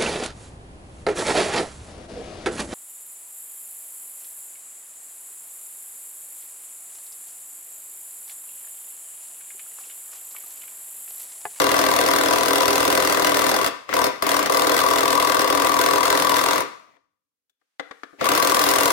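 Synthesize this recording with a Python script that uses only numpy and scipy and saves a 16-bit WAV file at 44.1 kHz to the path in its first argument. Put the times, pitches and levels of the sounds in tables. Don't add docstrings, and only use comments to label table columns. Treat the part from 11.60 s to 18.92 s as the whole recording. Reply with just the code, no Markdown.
import sys
import numpy as np
from scipy import signal
from scipy.fft import rfft, irfft
from scipy.io import wavfile
from scipy.ndimage import uniform_filter1d

SR = 44100
rng = np.random.default_rng(int(sys.argv[2]) if len(sys.argv) > 2 else 0)


def wav_record(signal):
    frames = np.transpose(np.atleast_2d(signal))
    bounded = np.clip(frames, -1, 1)
    quanta = np.round(bounded * 32767).astype(np.int16)
    wavfile.write(sys.argv[1], SR, quanta)


N = 322812
TIME = np.arange(N) / SR

# frequency_hz, relative_db
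ROOM_TONE_SPECTRUM = [(18, -49.5), (30, -14.5), (153, -10.5), (287, 1.5), (336, -10), (486, -1), (616, -10),
                      (16000, -12.5)]
HISS_SPECTRUM = [(20, -41), (200, -10), (2000, -1), (6000, -5), (10000, -9.5), (16000, -21.5)]
# start_s, end_s, level_db
HISS_SPANS = [(5.99, 6.19, -85), (6.185, 6.603, -66)]
# frequency_hz, t60_s
ROOM_DECAY = [(100, 1.3), (300, 0.3), (700, 0.5), (1150, 0.58), (2000, 0.46), (6000, 0.56), (10000, 0.5),
              (16000, 0.4)]
# frequency_hz, level_db
ROOM_REFLECTION = [(100, -29.5), (300, -4), (700, -13), (1150, -9), (2000, -7.5), (3000, -9), (8000, -16.5),
                   (16000, -23.5)]
# frequency_hz, gain_db
OFF_AXIS_RESPONSE = [(20, 0.5), (650, -0.5), (1000, -1.5), (1500, -9), (2100, -4), (2800, -0.5),
                     (20000, 0.5)]
# start_s, level_db,
# dullness_db_per_octave, board_db, pitch_hz
TOOL_KNOCKS = [(2.2906, -25, -1, -1, 1140), (2.328, -18, 3, -13, 2000), (5.366, -55, 4, -2, 1180),
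               (5.896, -63, -11, -19, 3470), (6.014, -68, 4, -4, 1200), (6.196, -21, 3, -6.5, 2020),
               (6.3105, -28, 4.5, -11, 1150), (6.4335, -29.5, 2.5, -16, 1195), (6.53, -50, 13, 9, 480),
               (6.611, -20, -1.5, 6, 1160)]
# frequency_hz, relative_db
KNOCK_SPECTRUM = [(20, -59), (100, -27), (280, -5), (420, -4), (700, -8.5), (900, -3), (1400, 2),
                  (2050, -3), (2500, -14.5), (3500, -12), (5000, -20.5), (8000, -29), (11000, -42.5),
                  (16000, -42)]
GEAR_SPECTRUM = [(20, -47), (100, -13.5), (270, -3.5), (640, -0.5), (850, -7.5), (1170, -4), (1500, -15.5),
                 (2000, -1), (3000, -13.5), (6500, -24.5), (12000, -34.5), (16000, -28)]
BENCH_SPECTRUM = [(15, -24), (40, -6), (85, 2), (125, -1), (180, -5.5), (300, -16.5), (1000, -52)]
STEEL_SPECTRUM = [(100, -45.5), (400, -7.5), (1200, 12), (2200, 0.5), (3000, -2.5), (3800, -1), (5400, -2),
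                  (7000, -5.5), (10500, -6.5), (13500, -10), (15500, -8), (17000, -31)]
# pitch_hz, t60_s, left_db, right_db
BOARD_MODES = [(184.2, 0.043, -15.5, -25), (283.4, 0.087, -3.5, 0), (333, 0.021, -1, -4.5),
               (409.3, 0.12, -3.5, -3.5), (475, 0.091, 0, -6.5), (526, 0.068, -1, 3), (631, 0.056, -5.5, 0),
               (684.4, 0.052, 2.5, -0.5), (799, 0.036, -13, 0)]
BIT_MODES = [(938.4, 0.076, -2, -15), (992.7, 0.11, 1.5, -15.5), (1134, 0.05, 7, -12.5),
             (1201.5, 0.21, -2, -4)]
CASE_MODES = [(1422, 0.052, 3, -17), (1567, 0.11, 1.5, -17.5), (1780, 0.068, -1.5, -32),
              (1988, .04, 5, -28.5), (2130, 0.019, 3, -15.5), (2770, 0.09, -10.5, -7.5),
              (3471, 0.048, -7.5, -7.5), (3840, 0.051, -13, -9)]
# time_s, relative_db
BIT_RING_CURVE = [(0, -20), (0.55, -18.5), (1.2, -24.5), (1.7, -21), (2.05, -22), (2.36, -12), (2.5, -19.5),
                  (2.95, -18.5), (3.5, -17.5), (4.9, -17.5), (6.65, -15), (6.85, -18.5), (7.3, -17)]
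# pressed_s, released_s, motor_db, board_db, clack_db, sizzle_db, bit_upper_tilt_db
TRIGGER_PULLS = [(-1, 2.045, -29, -19.2, -26.5, -14, 0), (2.266, 2.475, -29, -17, -24.2, -16, 0),
                 (2.6, 4.99, -29.5, -20.7, -26.6, -14.5, 1.7), (6.575, 7.4, -26.5, -21.4, -25, -9.5, 2.8)]
# first_blow_s, last_blow_s, blow_count
HAMMER_RUNS = [(-0.0081, 1.1789, 49), (1.2031, 2.013, 34), (2.3661, 2.4655, 5), (2.6655, 2.7913, 6),
               (2.8965, 3.1185, 10), (3.1418, 3.8168, 29), (3.9008, 4.4061, 22), (4.4308, 5.0045, 25),
               (6.7756, 7.3039, 23)]
# start_s, relative_db
STRAY_BLOWS = [(2.044, 4), (2.062, 0.5), (2.338, -3), (2.623, 0.5), (2.827, -8.5), (2.859, -8.5),
               (3.844, -1), (3.875, 0.5), (6.643, -7.5), (6.655, -7), (6.666, -4), (6.688, 1), (6.717, 1),
               (6.75, -2.5)]

SPIN_UP_S, SURGE_DB, SURGE_S = 0.05, 1.5, 0.39
BRAKE_DB_PER_S, COAST_DB, COAST_S = 179.5, -34, 0.38
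BITE_DB, BITE_S = -4, 0.11
EASE_DB, EASE_S = -6, 0.06
LOOSE_DB, SETTLE_S = 11.5, 0.3
BOARD_SAG_DB_PER_S = 0.7


def gain_of(db):
    return 10 ** (np.asarray(db) / 20)


def unit_rms(x):
    return x / np.sqrt(np.mean(x ** 2) + 1e-20)


def value_at(points, hz):
    table_hz, value = np.transpose(points)
    return np.interp(np.log(hz + 1), np.log(table_hz + 1), value)


def add(mix, start_s, sound):
    part = mix[:, max(round(start_s * SR), 0):][:, :sound.shape[1]]
    part += sound[:, :part.shape[1]]


def convolve(x, response):
    return signal.oaconvolve(x, np.atleast_2d(response), axes=1)[:, :x.shape[1]]


def colour(x, spectrum, dull_db=0, size=1024):
    hz = abs(np.fft.fftfreq(size, 1 / SR))
    log_gain = np.log(gain_of(value_at(spectrum, hz) - dull_db * np.log2(1 + hz / 1000)))
    response = np.fft.ifft(np.exp(np.conj(signal.hilbert(log_gain)))).real
    return convolve(x, response / np.linalg.norm(response))


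def pan_left(x, db):
    return x * gain_of([[db], [-db]])


def lag_right(x, late_s):
    return np.array([x[0], np.pad(x[1], (round(late_s * SR), 0))[:N]])


def ringing(modes, size=6000):
    t, out = np.arange(size) / SR, np.zeros((2, size))
    for k, (hz, t60, left_db, right_db) in enumerate(modes):
        mode = gain_of(-60 * t / t60) * np.sin(2 * np.pi * hz * t) / np.sqrt(t60)
        out += (-1) ** k * gain_of([[left_db], [right_db]]) * mode
    out = signal.sosfilt(signal.butter(2, 120, "high", fs=SR, output="sos"), out)
    return out / np.sqrt(np.sum(out ** 2) / 2)


def room_tone(quiet_db=-93, fade_s=0.018):
    quiet = gain_of(quiet_db) * colour(rng.standard_normal((2, N)), ROOM_TONE_SPECTRUM)
    hiss_level = sum(gain_of(db) * np.clip(np.minimum(TIME - start, end - TIME) / fade_s, 0, 1)
                     for start, end, db in HISS_SPANS)
    return quiet + hiss_level * colour(rng.standard_normal((2, N)), HISS_SPECTRUM)


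def reflections(x, gap_s=0.0092, build_s=0.0044):
    hz, t, bands = signal.stft(rng.standard_normal((2, SR)), SR, nperseg=256)
    t60 = value_at(ROOM_DECAY, hz)[:, None]
    decay = gain_of(value_at(ROOM_REFLECTION, hz)[:, None] - 60 * t / t60)
    equal_energy = np.sqrt(2 * np.log(1000) / (t60 * SR))
    tail = signal.istft(bands * decay * equal_energy, SR, nperseg=256)[1][:, :SR]
    return convolve(x, tail * np.clip((TIME[:SR] - gap_s) / build_s, 0, 1))


def knocks(rise_s=0.00038, fall_s=0.0061, ring_db=-2, ring_t60_s=0.045, size=6000):
    t, out = np.arange(size) / SR, np.zeros((2, N))
    for start_s, db, dull_db, board_db, hz in TOOL_KNOCKS:
        contact = rng.standard_normal((2, size)) * np.exp(-t / fall_s) * (1 - np.exp(-t / rise_s))
        tap = colour(contact, KNOCK_SPECTRUM, dull_db - 3.5)
        board = gain_of(board_db) * convolve(contact, ringing(BOARD_MODES))
        ring = gain_of(ring_db - 60 * t / ring_t60_s) * np.sin(2 * np.pi * hz * t)
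        add(out, start_s, gain_of(db) * (tap + board + ring))
    return lag_right(pan_left(out, db=3), late_s=0.001)


def motor_level(pressed, released, db):
    age, since_release = np.maximum(TIME - pressed, 0), np.maximum(TIME - released, 0)
    start = np.minimum(age / SPIN_UP_S, 1) ** 2 * gain_of(SURGE_DB * np.exp(-age / SURGE_S))
    stop = gain_of(-BRAKE_DB_PER_S * since_release) + gain_of(COAST_DB) * (since_release < COAST_S)
    return gain_of(db) * start * stop


def motor(tooth_hz=310, rattle=0.61, wander=0.03106):
    level = sum(motor_level(pressed, released, db) for pressed, released, db, *_ in TRIGGER_PULLS)
    speed = 1 + wander * unit_rms(uniform_filter1d(rng.standard_normal(N), size=2000))
    teeth = 1 + rattle * np.cos(2 * np.pi * np.cumsum(tooth_hz * speed) / SR)
    whirr = colour(unit_rms(teeth * rng.standard_normal((2, N))), GEAR_SPECTRUM)
    return pan_left(level * whirr, db=1.5)


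def blows(jitter_s=0.0004, swing_s=0.0005, swing_hz=16.6, spread_db=1.5):
    even = np.concatenate([np.linspace(first, last, int(count)) for first, last, count in HAMMER_RUNS])
    swung = even + jitter_s * rng.standard_normal(len(even))
    swung += swing_s * np.sin(2 * np.pi * swing_hz * even)
    times, db = np.transpose([(at, 0) for at in swung] + STRAY_BLOWS)
    return times, gain_of(db + spread_db * rng.standard_normal(len(times)))


def shake(times, strengths, chatter, chatter_s, rebound, rebound_s=0.017, size=1100):
    t, force = np.arange(size) / SR, np.zeros((2, N))
    push = np.sqrt(size) * np.ones((2, 1))
    for start_s, strength in zip(times, strengths):
        shared, left, right = rng.standard_normal((3, size))
        rattle = unit_rms((shared + 1.02 * np.array([left, right])) * np.exp(-t / chatter_s))
        add(force, start_s, strength * push)
        add(force, start_s, strength * chatter * rattle)
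        add(force, start_s + rebound_s + 0.001 * rng.standard_normal(), strength * rebound * push)
    return force / np.sqrt(1 + chatter ** 2 + rebound ** 2)


def bench_thump(times, strengths):
    force = shake(times, strengths, chatter=0.51, chatter_s=0.005, rebound=0.41)
    return pan_left(colour(force, BENCH_SPECTRUM, size=4096), db=0.7)


def board_ring(times, strengths):
    force = shake(times, strengths, chatter=0.93, chatter_s=0.0078, rebound=0.39)
    return convolve(force, ringing(BOARD_MODES))


def bit_ring(times, strengths, tilt_db):
    force = shake(times, strengths, chatter=0.73, chatter_s=0.0032, rebound=0.16)
    tilt = gain_of(np.interp(TIME, times, tilt_db))
    lower = convolve(force / tilt, ringing(BIT_MODES[:2]))
    upper = convolve(force * tilt, ringing(BIT_MODES[2:]))
    return 0.6 * lower + 0.79 * upper


def case_ring(times, strengths):
    force = shake(times, strengths, chatter=1.4, chatter_s=0.0046, rebound=0.67)
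    return convolve(force, ringing(CASE_MODES))


def steel_clack(times, strengths, rise_s=0.00033, crack_s=0.0028, ring_db=-13, ring_s=0.015,
                rebound_db=-19, rebound_s=0.015, rebound_fall_s=0.0054, alike=0.67, ping_s=0.012):
    size = 2600
    t, out = np.arange(size) / SR, np.zeros((2, N))
    shared_noise = rng.standard_normal((2, size))
    for start_s, strength in zip(times, strengths):
        timing_draw, length_draw, level_draw = rng.standard_normal(3)
        crack = np.exp(-t / (crack_s * 1.3 ** length_draw))
        strike = (1 - np.exp(-t / rise_s)) * (crack + gain_of(ring_db) * np.exp(-t / ring_s))
        click_age = t - rebound_s - 0.0028 * timing_draw
        click = (click_age > 0) * np.exp(-abs(click_age) / rebound_fall_s)
        envelope = unit_rms(strike + gain_of(rebound_db + 5.1 * level_draw) * click)
        noise = (alike * shared_noise + rng.standard_normal((2, size))) / np.sqrt(1 + alike ** 2)
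        ping_hz, phase = 2500 * 6 ** rng.random((5, 1, 1)), rng.random((5, 2, 1))
        pings = unit_rms(np.sin(2 * np.pi * (ping_hz * t + phase)).sum(0) * np.exp(-t / ping_s))
        add(out, start_s, strength * (envelope * noise + 0.27 * pings))
    return pan_left(colour(out, STEEL_SPECTRUM), db=0.3)


def hammer(seat_ring_db=2, seat_clack_db=1.05, sizzle_spread_db=5):
    times, strengths = blows()
    pulls = np.array(TRIGGER_PULLS)
    pull_of_blow = pulls[np.searchsorted(pulls[:, 0], times) - 1]
    pressed, released, _, board_db, clack_db, sizzle_db, tilt_db = pull_of_blow.T
    age = times - pressed
    easing = np.exp(np.minimum(times - released, 0) / EASE_S)
    strengths = strengths * gain_of(BITE_DB * np.exp(-age / BITE_S) + EASE_DB * easing)
    on_board = strengths * gain_of(board_db - BOARD_SAG_DB_PER_S * age)
    seat, edge = rng.uniform(-1, 1, (len(times), 2)).T * np.sqrt(3)
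    on_bit = strengths * gain_of(np.interp(times, *np.transpose(BIT_RING_CURVE)) + seat_ring_db * seat)
    on_steel = strengths * gain_of(clack_db - seat_clack_db * seat)
    board = gain_of(3) * board_ring(times, on_board)
    thump = gain_of(-19.5) * bench_thump(times, on_board)
    bit = gain_of(0.5) * bit_ring(times, on_bit, tilt_db)
    case = gain_of(2) * case_ring(times, on_steel)
    clack = gain_of(6.5) * steel_clack(times, on_steel)
    treble_db = sizzle_db + LOOSE_DB * np.exp(-age / SETTLE_S) + sizzle_spread_db * edge
    sizzle = gain_of(np.interp(TIME, times, treble_db)) * np.diff(clack, prepend=0) / 2
    metal = bit + case + clack + sizzle
    return thump + lag_right(board, late_s=0.00044) + lag_right(metal, late_s=0.001208)


def scene():
    tool = hammer() + motor() + knocks()
    left, right = tool + reflections(tool)
    off_axis = gain_of(value_at(OFF_AXIS_RESPONSE, np.fft.rfftfreq(N, 1 / SR)))
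    return np.array([left, irfft(rfft(right) * off_axis, N)]) + room_tone()


def record(dry, threshold_db=-19, squeeze=0.56, recover_db_per_s=450, ceiling=0.72, cutoff_hz=16050):
    power_db = 10 * np.log10(abs(uniform_filter1d((dry ** 2).mean(0), size=90)) + 1e-12)
    recovery_db = TIME * recover_db_per_s
    held_db = np.maximum.accumulate(power_db + recovery_db) - recovery_db
    over_db = np.maximum(held_db - threshold_db, 0)
    ducked = dry / gain_of(squeeze * uniform_filter1d(over_db, size=70))
    rounded = ducked / (1 + (ducked / ceiling) ** 4) ** (1 / 4)
    lowpass = signal.firwin(511, cutoff_hz, window=("kaiser", 9), fs=SR)
    return signal.oaconvolve(rounded, lowpass[None], "same")


dry = scene()
out = record(dry)
wav_record(out)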